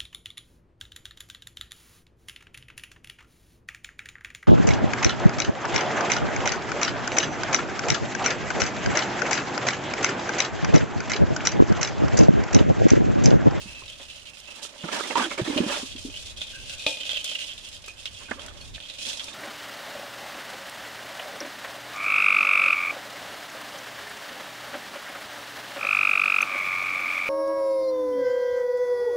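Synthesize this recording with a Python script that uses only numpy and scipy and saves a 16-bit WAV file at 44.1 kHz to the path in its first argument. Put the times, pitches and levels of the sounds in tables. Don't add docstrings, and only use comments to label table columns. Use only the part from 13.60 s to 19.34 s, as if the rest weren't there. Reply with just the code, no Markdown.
import sys
import numpy as np
from scipy import signal
from scipy.fft import rfft, irfft
from scipy.io import wavfile

SR = 44100
rng = np.random.default_rng(int(sys.argv[2]) if len(sys.argv) > 2 else 0)


def dump_mix(stems):
    frames = np.atleast_2d(stems).T
    limited = np.clip(frames, -1, 1)
    pcm = np.round(limited * 32767).astype(np.int16)
    wavfile.write(sys.argv[1], SR, pcm)


N = 253134
TIME = np.arange(N) / SR


# t/s, length/s, scratch level/dB, slither level/dB, shell f/Hz
SCRAMBLE_MOVES = [(-0.02, 0.15, -41.5, -47, 2880), (0.143, 0.12, -41.5, -52.5, 2620),
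                  (0.277, 0.083, -43, -64, 3250), (0.38, 0.25, -44, -55.5, 2860),
                  (0.649, 0.042, -40, -55, 2800), (0.793, 0.086, -46, -73, 2940),
                  (0.883, 0.14, -43.5, -54.5, 2760), (1.02, 0.041, -38, -40, 3350),
                  (1.172, 0.064, -44, -59, 3200), (1.24, 0.06, -40, -59, 3200),
                  (1.28, 0.46, -41, -48.5, 3640), (1.69, 0.029, -35, -49, 3470),
                  (1.767, 0.56, -39.5, -50.5, 3140), (2.082, 0.1, -32.5, -43, 3360),
                  (2.159, 0.115, -56, -43, 3340), (2.369, 0.16, -47, -48.5, 3200),
                  (2.541, 0.093, -38.5, -47, 3060), (2.645, 0.089, -40.5, -48.5, 3700),
                  (2.761, 0.16, -38, -49.5, 3440), (2.918, 0.11, -41, -50.5, 2600),
                  (3.027, 0.12, -40.5, -49, 3230), (3.073, 0.067, -36, -43.5, 3000),
                  (3.158, 0.26, -37.5, -50, 3380), (3.26, 0.075, -28.5, -38.5, 3520),
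                  (3.391, 0.045, -32.5, -54, 2925), (3.436, 0.18, -33, -46, 3400),
                  (3.633, 0.25, -35.5, -45.5, 3000), (3.86, 0.14, -47, -53, 3220),
                  (4.03, 0.17, -43, -53, 3220), (4.24, 0.059, -42.5, -53, 3000),
                  (4.366, 0.1, -43, -52, 2960), (4.516, 0.23, -46.5, -54.5, 3230),
                  (4.8, 0.087, -42.5, -52.5, 3320), (4.946, 0.024, -45, -61, 3180),
                  (4.99, 0.092, -47, -51, 3150), (5.13, 0.032, -36.5, -67, 3320),
                  (5.205, 0.18, -42.5, -72, 3720), (5.281, 0.087, -40, -52.5, 3550),
                  (5.375, 0.16, -36, -48, 3340), (5.413, 0.13, -38, -40.5, 3300),
                  (5.478, 0.099, -36, -41.5, 3400), (5.605, 0.1, -41, -46.5, 3450),
                  (5.72, 0.03, -36, -44, 3650)]
# t/s, left minus right level/dB
CRAB_POSITION = [(0.0, -4), (0.27, -2), (0.77, -7.5), (3.31, 0), (3.42, -4.5), (5.74, -5)]
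# f/Hz, level/dB
CLAW_SPECTRUM = [(200, -27.5), (550, -26), (1000, -26), (1600, -17.5), (2050, -13), (2600, -4), (3100, 0),
                 (3600, -1), (4500, -8.5), (6000, -14.5), (9000, -22.5), (15000, -42)]
# f/Hz, level/dB
SLIDING_SPECTRUM = [(200, -8.5), (550, -9), (1000, -29), (2000, -15), (3000, 3), (4000, 3.5), (5500, 3),
                    (7500, -1), (9500, -4.5), (12000, -16.5), (15000, -35.5)]

def crabs():
    starts, lengths, scratch_db, slither_db, shell_hz = np.transpose(SCRAMBLE_MOVES)
    scratching = efforts(zip(starts, lengths, scratch_db), attack_s=0.016, release_s=0.017, rest_db=-54)
    slithering = efforts(zip(starts, lengths, slither_db), attack_s=0.016, release_s=0.017, rest_db=-58)
    place_db = np.interp(TIME, *np.transpose(CRAB_POSITION))
    pitch_hz = np.interp(TIME, starts + lengths / 2, shell_hz)
    tapping, blows = claw_taps()
    legs = jerks(per_s=90, t60=0.045, depth=1.5)
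    scratch = scratching * legs * grains(per_s=2200, spread_db=2.5, clump_db=-1, clump_rate=200)
    clatter = from_db(-5) * scratching * legs * shell_clatter(pitch_hz * 2 ** (0.08 * drift(25)))
    wet_clicks = grains(per_s=9700, spread_db=0.5, clump_db=-0.55, clump_rate=94)
    slither = colour(from_db(3.5) * slithering * legs * wet_clicks, SLIDING_SPECTRUM)
    contacts = from_db(-6) * colour(scratch, CLAW_SPECTRUM) + clatter + tapping + leg_rasps() + slither
    wall = from_db(-8) * tub_wall(blows + from_db(-36) * scratch)
    boom = tub_air(from_db(33.5) * blows + from_db(-4) * scratch[0])
    heap = tub_echo(contacts, t60=0.083, echo_db=-3) * pan(place_db) + boom * pan(-3.2)
    return left_late(heap, samples=12) + (wall + claw_squeaks() + claw_pings()) * pan(-4)


def shell_clatter(pitch_hz, t60=0.018, turns_db=5, spread_hz=420):
    out = 0
    for hz in np.geomspace(2550, 4100, 18):
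        nearness = np.exp(-((hz - pitch_hz) / spread_hz) ** 2)
        clicks = (rng.random(N) < 250 / SR) * rng.standard_normal(N)
        strength = from_db(turns_db * np.clip(drift(30), -2, 1.3))
        out = out + pan(3 * rng.normal()) * ring(nearness * strength * clicks, hz, t60)
    highs_only = signal.butter(3, 2200, "high", fs=SR, output="sos")
    return rms_one(signal.sosfilt(highs_only, out))


# f/Hz, level/dB, ring time/s
WALL_NOTES = [(195, -29, 0.2), (254, -30, 0.081), (296, -7, 0.17), (536, -12.5, 0.94), (595, -10, 0.32),
              (639, -21, 0.45), (885, -9.5, 0.27), (1224, -2, 0.028), (2464, 1, 0.46), (2526, 6.5, 0.19),
              (2670, -11.5, 0.47), (3430, -25, 0.45), (3390, -7, 0.087), (4000, 1, 0.21)]

def tub_wall(force, pair_split=0.0053, left_db=3.5):
    out = 0
    for hz, db, t60 in WALL_NOTES:
        pair = (ring(force, hz, t60) + 0.75 * ring(force, hz * (1 - pair_split), t60)) / 2
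        out = out + from_db(db) * pan(2 * rng.normal() + left_db) * pair
    return out


def tub_air(force, hz=573, width_hz=210):
    resonance = signal.iirpeak(hz, hz / width_hz, fs=SR)
    boom = signal.lfilter(*resonance, signal.lfilter(*resonance, force))
    return merge_bass(tub_echo(np.vstack([boom, boom]), t60=0.4, echo_db=-1), below_hz=700)


def tub_echo(x, t60, echo_db):
    t = seconds(0.25)
    tail = rng.standard_normal((2, len(t))) * dying(t, t60) * (t > 0.001)
    tail /= np.linalg.norm(tail, axis=1, keepdims=True)
    return x + from_db(echo_db) * signal.oaconvolve(x, tail, axes=1)[:, :N]


# f/Hz, level/dB
AIR_SPECTRUM = [(20, -15), (90, -10.5), (190, -7), (420, -14.5), (560, -5), (760, -10.5), (1000, -11),
                (2200, -10), (4000, -33.5)]
# t/s, level/dB
BREEZE_LEVELS = [(0.0, -50.5), (1.42, -72.5), (1.79, -60), (2.27, -55.5), (2.3, -48.5), (2.96, -53.5),
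                 (3.01, -46.5), (3.36, -64), (3.63, -56), (3.69, -73), (3.98, -52.5), (4.03, -58.5),
                 (4.81, -52.5), (5.16, -46.5), (5.2, -59), (5.74, -60.5)]
# f/Hz, level/dB
WIND_SPECTRUM = [(15, -5), (45, -1), (90, -2.5), (160, -14), (400, -20.5), (1500, -74)]

def outdoors():
    breeze = from_db(np.interp(TIME, *np.transpose(BREEZE_LEVELS)))
    hush = merge_bass(colour(rng.standard_normal((2, N)), AIR_SPECTRUM), below_hz=660)
    rumble = colour(rng.standard_normal((2, N)), WIND_SPECTRUM) * from_db(0.63 * drift(9.8))
    return from_db(-59) * hush * pan(-9) + from_db(3.5) * breeze * rumble * pan(-0.5)


# t/s, length/s, dull rub level/dB, bright hiss level/dB
HAND_STROKES = [(0.0, 0.23, -55, -77), (0.389, 0.036, -50, -75.0), (0.877, 0.77, -53.5, -76.0),
                (1.226, 0.12, -42.5, -49), (1.313, 0.22, -35, -37), (1.566, 0.08, -29, -32.5),
                (1.706, 0.026, -34.5, -39.5), (1.774, 0.03, -35, -40.5), (1.845, 0.23, -37.5, -41),
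                (2.07, 0.115, -33, -36.5), (4.598, 0.018, -47, -76), (4.715, 0.028, -45, -63),
                (4.768, 0.15, -47.5, -71), (4.944, 0.11, -56, -76.0), (5.455, 0.49, -52, -70.0)]
# f/Hz, level/dB
RUB_SPECTRUM = [(80, -41), (170, -13), (260, 3.5), (450, -1.5), (700, -0.5), (1000, -0.5), (1600, -5),
                (2500, -3.5), (3300, -6), (4500, -15), (8000, -19.5), (15000, -72)]

def hand_rubbing():
    starts, lengths, dull_db, bright_db = np.transpose(HAND_STROKES)
    dull = efforts(zip(starts, lengths, dull_db), attack_s=0.011, release_s=0.031, rest_db=-69.5)
    bright = efforts(zip(starts, lengths, bright_db), attack_s=0.011, release_s=0.031, rest_db=-82.5)
    dull *= jerks(per_s=60, t60=0.05, depth=0.6)
    rush, chafe = hand_slips()
    skin = grains(per_s=9000, spread_db=1.2, clump_db=1.8, clump_rate=110)
    drag = colour(from_db(0.5) * dull * skin + rush, RUB_SPECTRUM)
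    drag += from_db(-4.5) * dull * cupped_hand()
    fine_clicks = grains(per_s=12000, spread_db=1.5, clump_db=2.5, clump_rate=160)
    hiss = colour(bright * fine_clicks, SLIDING_SPECTRUM)
    return (from_db(1.5) * merge_bass(drag, below_hz=220) + chafe) * pan(-5.5) + hiss * pan(-4)


# f/Hz, level/dB, width/Hz
POCKET_NOTES = [(243, -2.5, 91), (570.4, 4, 54), (900, -1.5, 86), (1223, 0, 240), (1675, 1, 220),
                (2094, -5, 80), (3180, -5.5, 300)]

def cupped_hand(wander_octaves=0.045, turns_db=8.5):
    out, bend = 0, wander_octaves * drift(14)
    for hz, db, width_hz in POCKET_NOTES:
        strength = from_db(db + turns_db * np.clip(drift(45), -2, 1.2))
        out = out + pan(4 * rng.normal()) * strength * rough_tone(hz * 2 ** bend, width_hz)
    return rms_one(out)


# t/s, level/dB, f/Hz
SOFT_BUMPS = [(0.053, -35.5, 194), (1.236, -26.5, 171), (1.246, -29.5, 337), (1.668, -42, 337),
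              (1.793, -18, 350), (1.813, -20, 125), (1.875, -20.5, 319), (1.897, -18.5, 282),
              (1.928, -25, 287), (1.959, -16.5, 273), (1.976, -16.5, 286), (2.001, -12.5, 238),
              (2.01, -23.5, 181), (2.032, -19.5, 298), (2.061, -21, 225), (2.228, -28, 265),
              (2.35, -36.5, 256), (2.448, -25, 266.6), (2.481, -33, 280), (4.71, -29, 249),
              (4.755, -39.5, 271)]

def hand_bumps():
    out, t = np.zeros((2, N)), seconds(0.16)
    shape = (1 - np.exp(-(t / 0.0033) ** 2)) * dying(t, t60=0.08)
    for start, db, hz in SOFT_BUMPS:
        uneven = np.array([rough_tone(np.full(len(t), 1.314 * hz), 0.68 * hz) for side in range(2)])
        add(out, start, from_db(db + 1.5) * shape * (np.sin(2 * np.pi * hz * t) + 0.44 * uneven))
    return out * pan(-4)


# t/s, level/dB, length/s, f/Hz
LEG_SCRAPES = [(0.077, -45.5, 0.11, 2660), (0.872, -46.5, 0.022, 2700), (3.433, -35, 0.0092, 3030),
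               (3.453, -38, 0.016, 3700), (3.5, -30, 0.023, 3200), (3.539, -30, 0.024, 3230),
               (3.568, -27.5, 0.011, 2960), (3.602, -38, 0.013, 3100), (3.655, -36, 0.065, 3100),
               (3.714, -35.5, 0.024, 3040), (3.751, -24.5, 0.0063, 2910), (3.786, -35, 0.041, 2880),
               (3.884, -38, 0.048, 3200), (4.472, -35.5, 0.0071, 3070), (5.594, -32.5, 0.015, 3250)]

def leg_rasps(slips_per_s=460):
    out, t = np.zeros(N), seconds(0.12)
    for start, db, length, hz in LEG_SCRAPES:
        times = np.cumsum(rng.uniform(0.5, 1.5, size=64)) / slips_per_s
        times -= times[0]
        slips, inside = np.zeros(len(t)), times < length
        slips[(times[inside] * SR).astype(int)] = rng.uniform(0.3, 1, size=64)[inside]
        rasp = ring(slips, hz, t60=0.011)
        strength = np.sqrt(np.sum(rasp ** 2) / (length * SR))
        add(out, start, from_db(db) * rasp / strength)
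    return signal.sosfilt(signal.butter(2, 2200, "high", fs=SR, output="sos"), out)


# t/s, level/dB, f/Hz
HOLLOW_HITS = [(0.221, -42, 1060), (1.05, -41, 1330), (1.24, -35, 1420), (1.288, -30.5, 1350),
               (1.33, -40, 1010), (1.347, -33, 1760), (1.407, -23, 1260), (1.508, -23, 2160),
               (1.5549, -17, 1097), (1.579, -25, 1360), (1.597, -25, 1620), (1.714, -33, 1370),
               (1.782, -31, 1230), (1.876, -33, 2220), (1.91, -52, 1430), (4.28, -40, 1280),
               (4.616, -45, 1450), (4.715, -21, 1646), (4.7178, -29, 1660), (4.794, -44, 1750),
               (4.882, -39, 1490), (5.179, -39.5, 1780), (5.513, -45, 1540), (5.683, -44, 1620)]
# multiple of its pitch, level/dB, ring time/s
KNOCK_NOTES = [(0.155, -30, 0.049), (0.35, -0.5, 0.015), (0.73, -13, 0.05), (0.88, -6.5, 0.02),
               (1, -2, 0.039), (1.25, -4, 0.02)]

def hollow_knocks():
    out, t = np.zeros(N), seconds(0.1)
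    rise = 1 - np.exp(-t / 0.00095)
    for start, db, hz in HOLLOW_HITS:
        for k, (ratio, note_db, t60) in enumerate(KNOCK_NOTES):
            note = (-1) ** k * dying(t, t60) * np.sin(2 * np.pi * ratio * hz * t)
            add(out, start, from_db(db + note_db + 2 * rng.normal()) * rise * note)
    return out * pan(-13)


# t/s, level/dB, shell f/Hz, level of the blow relative to the tap/dB
WALL_HITS = [(0.236, -32, 2750, -12), (0.28, -29, 3730, -26), (0.5, -26.5, 2940, -38),
             (0.771, -32.5, 2500, -28), (1.977, -11.5, 2900, -18), (2.325, -29, 3680, -31),
             (2.362, -25.5, 3280, -40), (2.382, -28, 3130, -22), (2.499, -32, 3100, -13),
             (2.541, -27, 2850, -22), (2.816, -16.5, 3440, -25), (2.882, -33, 3200, -28),
             (3.265, -9, 3610, -9), (3.371, -26, 3440, -14), (3.493, -16.5, 3460, -23),
             (3.532, -19.5, 3400, -19.5), (3.57, -21, 3000, -20), (3.645, -23, 3140, -27),
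             (3.716, -26.5, 3070, -12.5), (3.891, -27, 2900, -39), (3.979, -27, 3230, -28),
             (4.241, -28, 3130, -18), (4.456, -17, 3840, -32), (4.795, -28, 3180, -27),
             (5.202, -27.5, 3560, -18), (5.299, -24, 3850, -23), (5.346, -33, 3070, -29),
             (5.452, -22.5, 3260, -28), (5.596, -20, 3230, -35), (5.683, -27.5, 3550, -12.5)]

def claw_taps():
    cracks, rings, blows, t = np.zeros((2, N)), np.zeros((2, N)), np.zeros(N), seconds(0.2)
    bite = from_db(-14.5) * (dying(t, t60=0.011) + dying(t, t60=0.075))
    for start, db, hz, wall_db in WALL_HITS:
        add(cracks, start, from_db(db) * bite * rng.standard_normal((2, len(t))))
        add(rings, start, from_db(db - 7) * dying(t, t60=0.028) * np.sin(2 * np.pi * hz * t))
        add(blows, start, from_db(db + wall_db) * np.ones(1))
    return colour(cracks, CLAW_SPECTRUM) + rings, blows


# t/s, level/dB
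SHELL_FLICKS = [(0.2997, -37), (0.696, -36), (0.801, -33.5), (0.832, -49), (0.9594, -34), (2.614, -41),
                (3.6433, -19.5), (4.088, -31.5), (4.144, -37), (4.2612, -32), (4.281, -30), (4.862, -30),
                (5.5, -35), (5.642, -27)]
# f/Hz, level/dB
SNAP_SPECTRUM = [(1500, -15), (4000, 4), (8000, 3), (12000, -9), (16000, -23)]

def shell_snaps():
    out, t = np.zeros((2, N)), seconds(0.057)
    for start, db in SHELL_FLICKS:
        add(out, start, from_db(db - 7) * dying(t, t60=0.039) * rng.standard_normal((2, len(t))))
    return colour(out, SNAP_SPECTRUM)


# t/s, level/dB, length/s, f/Hz, pitch slide/octaves
SKIN_SLIPS = [(1.24, -35.5, 0.01, 594, 0.012), (1.284, -27, 0.0075, 625, -0.043),
              (1.328, -35, 0.032, 1753, 0.021), (1.395, -32, 0.018, 1276, 0.19),
              (1.435, -29, 0.008, 2110, -0.062), (1.5, -24, 0.02, 584, -0.25),
              (1.554, -19, 0.028, 933, 0.13), (1.557, -35, 0.016, 416, -0.33),
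              (1.576, -23, 0.031, 1286, -0.2), (1.594, -24, 0.022, 257.5, -0.17),
              (1.602, -22, 0.012, 853, 0.12), (1.614, -26.5, 0.035, 1547, -0.029),
              (1.635, -32.5, 0.052, 357, -0.126), (1.638, -28.5, 0.0197, 3280, -0.043),
              (1.707, -31.5, 0.024, 2200, -0.0018), (1.776, -29.5, 0.0097, 2240, 0.04),
              (1.784, -26.5, 0.021, 608, 0.024), (1.878, -32, 0.0043, 595, 0.015),
              (1.971, -24.5, 0.022, 579, 0.052), (4.684, -38.5, 0.018, 1540, -0.019),
              (4.711, -22.5, 0.0052, 1666, 0.053)]

def hand_slips(fade_db=7.5):
    rush, chafe, t = np.zeros((2, N)), np.zeros((2, N)), seconds(0.15)
    for start, db, length, hz, glide in SKIN_SLIPS:
        progress = np.minimum(t / length, 1)
        shape = np.minimum(t / 0.00066, 1) * np.exp(-np.maximum(t - length, 0) / 0.0096)
        gain = shape * from_db(db - fade_db * progress)
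        tone = rough_tone(hz * 2 ** (glide * progress), width_hz=0.087 * hz)
        add(rush, start, from_db(-7) * gain * rng.standard_normal((2, len(t))))
        add(chafe, start, from_db(7) * gain * np.tanh(0.45 * tone))
    return rush, chafe


# t/s, level/dB, length/s, f/Hz, roughness width/Hz
CLAW_DRAGS = [(2.925, -52, 0.085, 1563, 100), (3.088, -56.5, 0.08, 1540, 200), (3.179, -47, 0.06, 2490, 90)]

def claw_squeaks():
    out, t = np.zeros(N), seconds(0.21)
    for start, db, length, hz, width_hz in CLAW_DRAGS:
        shape = np.minimum(t / 0.013, 1) * np.exp(-(t / length) ** 2)
        add(out, start, from_db(db + 3) * shape * rough_tone(np.full(len(t), hz), width_hz))
    return out


# t/s, level/dB, f/Hz, ring time/s
CLAW_FLICKS = [(4.284, -33.5, 2492, 0.14), (4.655, -43, 2480, 0.15), (5.011, -37, 4340, 0.085),
               (5.014, -47.5, 2500, 0.25), (5.155, -44, 2520, 0.16), (5.388, -39, 2520, 0.12)]

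def claw_pings():
    out, t = np.zeros(N), seconds(0.3)
    for start, db, hz, t60 in CLAW_FLICKS:
        tone = 0.85 * np.sin(2 * np.pi * hz * t) + 0.4 * rough_tone(np.full(len(t), hz), width_hz=260)
        add(out, start, from_db(db) * np.minimum(t / 0.0009, 1) * dying(t, t60) * tone)
    return out


def efforts(moves, attack_s, release_s, rest_db, tiring_db=4.5):
    power = from_db(rest_db) ** 2
    for start, length, db in moves:
        age = TIME - start
        shape = np.clip(age / attack_s, 0, 1) * np.exp(-np.maximum(age - length, 0) / release_s)
        strength = from_db(db - tiring_db * np.clip(age / length, 0, 1))
        power = power + (strength * shape) ** 2
    return np.sqrt(power)


def jerks(per_s, t60, depth):
    catches = (rng.random(N) < per_s / SR) * np.ones(N)
    effort = signal.lfilter([1], [1, -dying(1 / SR, t60)], catches)
    return rms_one(1 + depth * np.tanh(effort))


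def grains(per_s, spread_db, clump_db, clump_rate):
    clicks = rng.random(N) < per_s / SR
    size_db = spread_db * np.minimum(rng.exponential(1, N), 4)
    swell_db = clump_db * np.clip(drift(clump_rate), -2, 2)
    return rms_one(clicks * from_db(size_db + swell_db) * rng.standard_normal((2, N)))


def rough_tone(hz, width_hz):
    shake = rng.standard_normal((2, len(hz)))
    real, imag = signal.sosfilt(signal.butter(2, width_hz / 2, fs=SR, output="sos"), shake)
    phase = 2 * np.pi * np.cumsum(hz) / SR
    return rms_one(real * np.cos(phase) + imag * np.sin(phase))


def ring(force, hz, t60):
    decay, angle = dying(1 / SR, t60), 2 * np.pi * hz / SR
    return signal.lfilter([0, np.sin(angle)], [1, -2 * decay * np.cos(angle), decay ** 2], force + 1e-18)


def colour(x, spectrum, size=8192):
    hz, db = np.transpose(spectrum)
    grid = np.maximum(np.arange(size // 2 + 1) * SR / size, 1)
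    cepstrum = irfft(np.log(from_db(np.interp(np.log(grid), np.log(hz), db))))
    cepstrum[1:size // 2] *= 2
    cepstrum[size // 2 + 1:] = 0
    response = irfft(np.exp(rfft(cepstrum)))
    return signal.oaconvolve(x, response[None] / np.linalg.norm(response))[:, :N]


def merge_bass(x, below_hz):
    low = signal.sosfiltfilt(signal.butter(2, below_hz, fs=SR, output="sos"), x)
    return x - low + low.sum(axis=0) / np.sqrt(2)


def left_late(x, samples):
    return np.vstack([np.pad(x[0], (samples, 0))[:N], x[1]])


def pan(left_db):
    return from_db(np.vstack([left_db, -left_db]) / 2)


def drift(rate):
    knots = rng.standard_normal(8192)
    return rms_one(np.interp(TIME * rate, np.arange(len(knots)), knots))


def add(track, start_s, sound):
    first = int(start_s * SR)
    sound = sound[..., :N - first]
    track[..., first:first + sound.shape[-1]] += sound


def seconds(length):
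    return np.arange(int(length * SR)) / SR


def dying(t, t60):
    return np.exp(-np.log(1000) * t / t60)


def from_db(db):
    return 10 ** (np.asarray(db) / 20)


def rms_one(x):
    return x / np.sqrt(np.mean(x ** 2) + 1e-20)


def scene():
    return crabs() + outdoors() + hand_rubbing() + hand_bumps() + hollow_knocks() + shell_snaps()


def record(dry, cutoff_hz=15400):
    return signal.sosfilt(signal.ellip(10, 0.1, 80, cutoff_hz, fs=SR, output="sos"), dry)


dry = scene()
out = record(dry)
dump_mix(out)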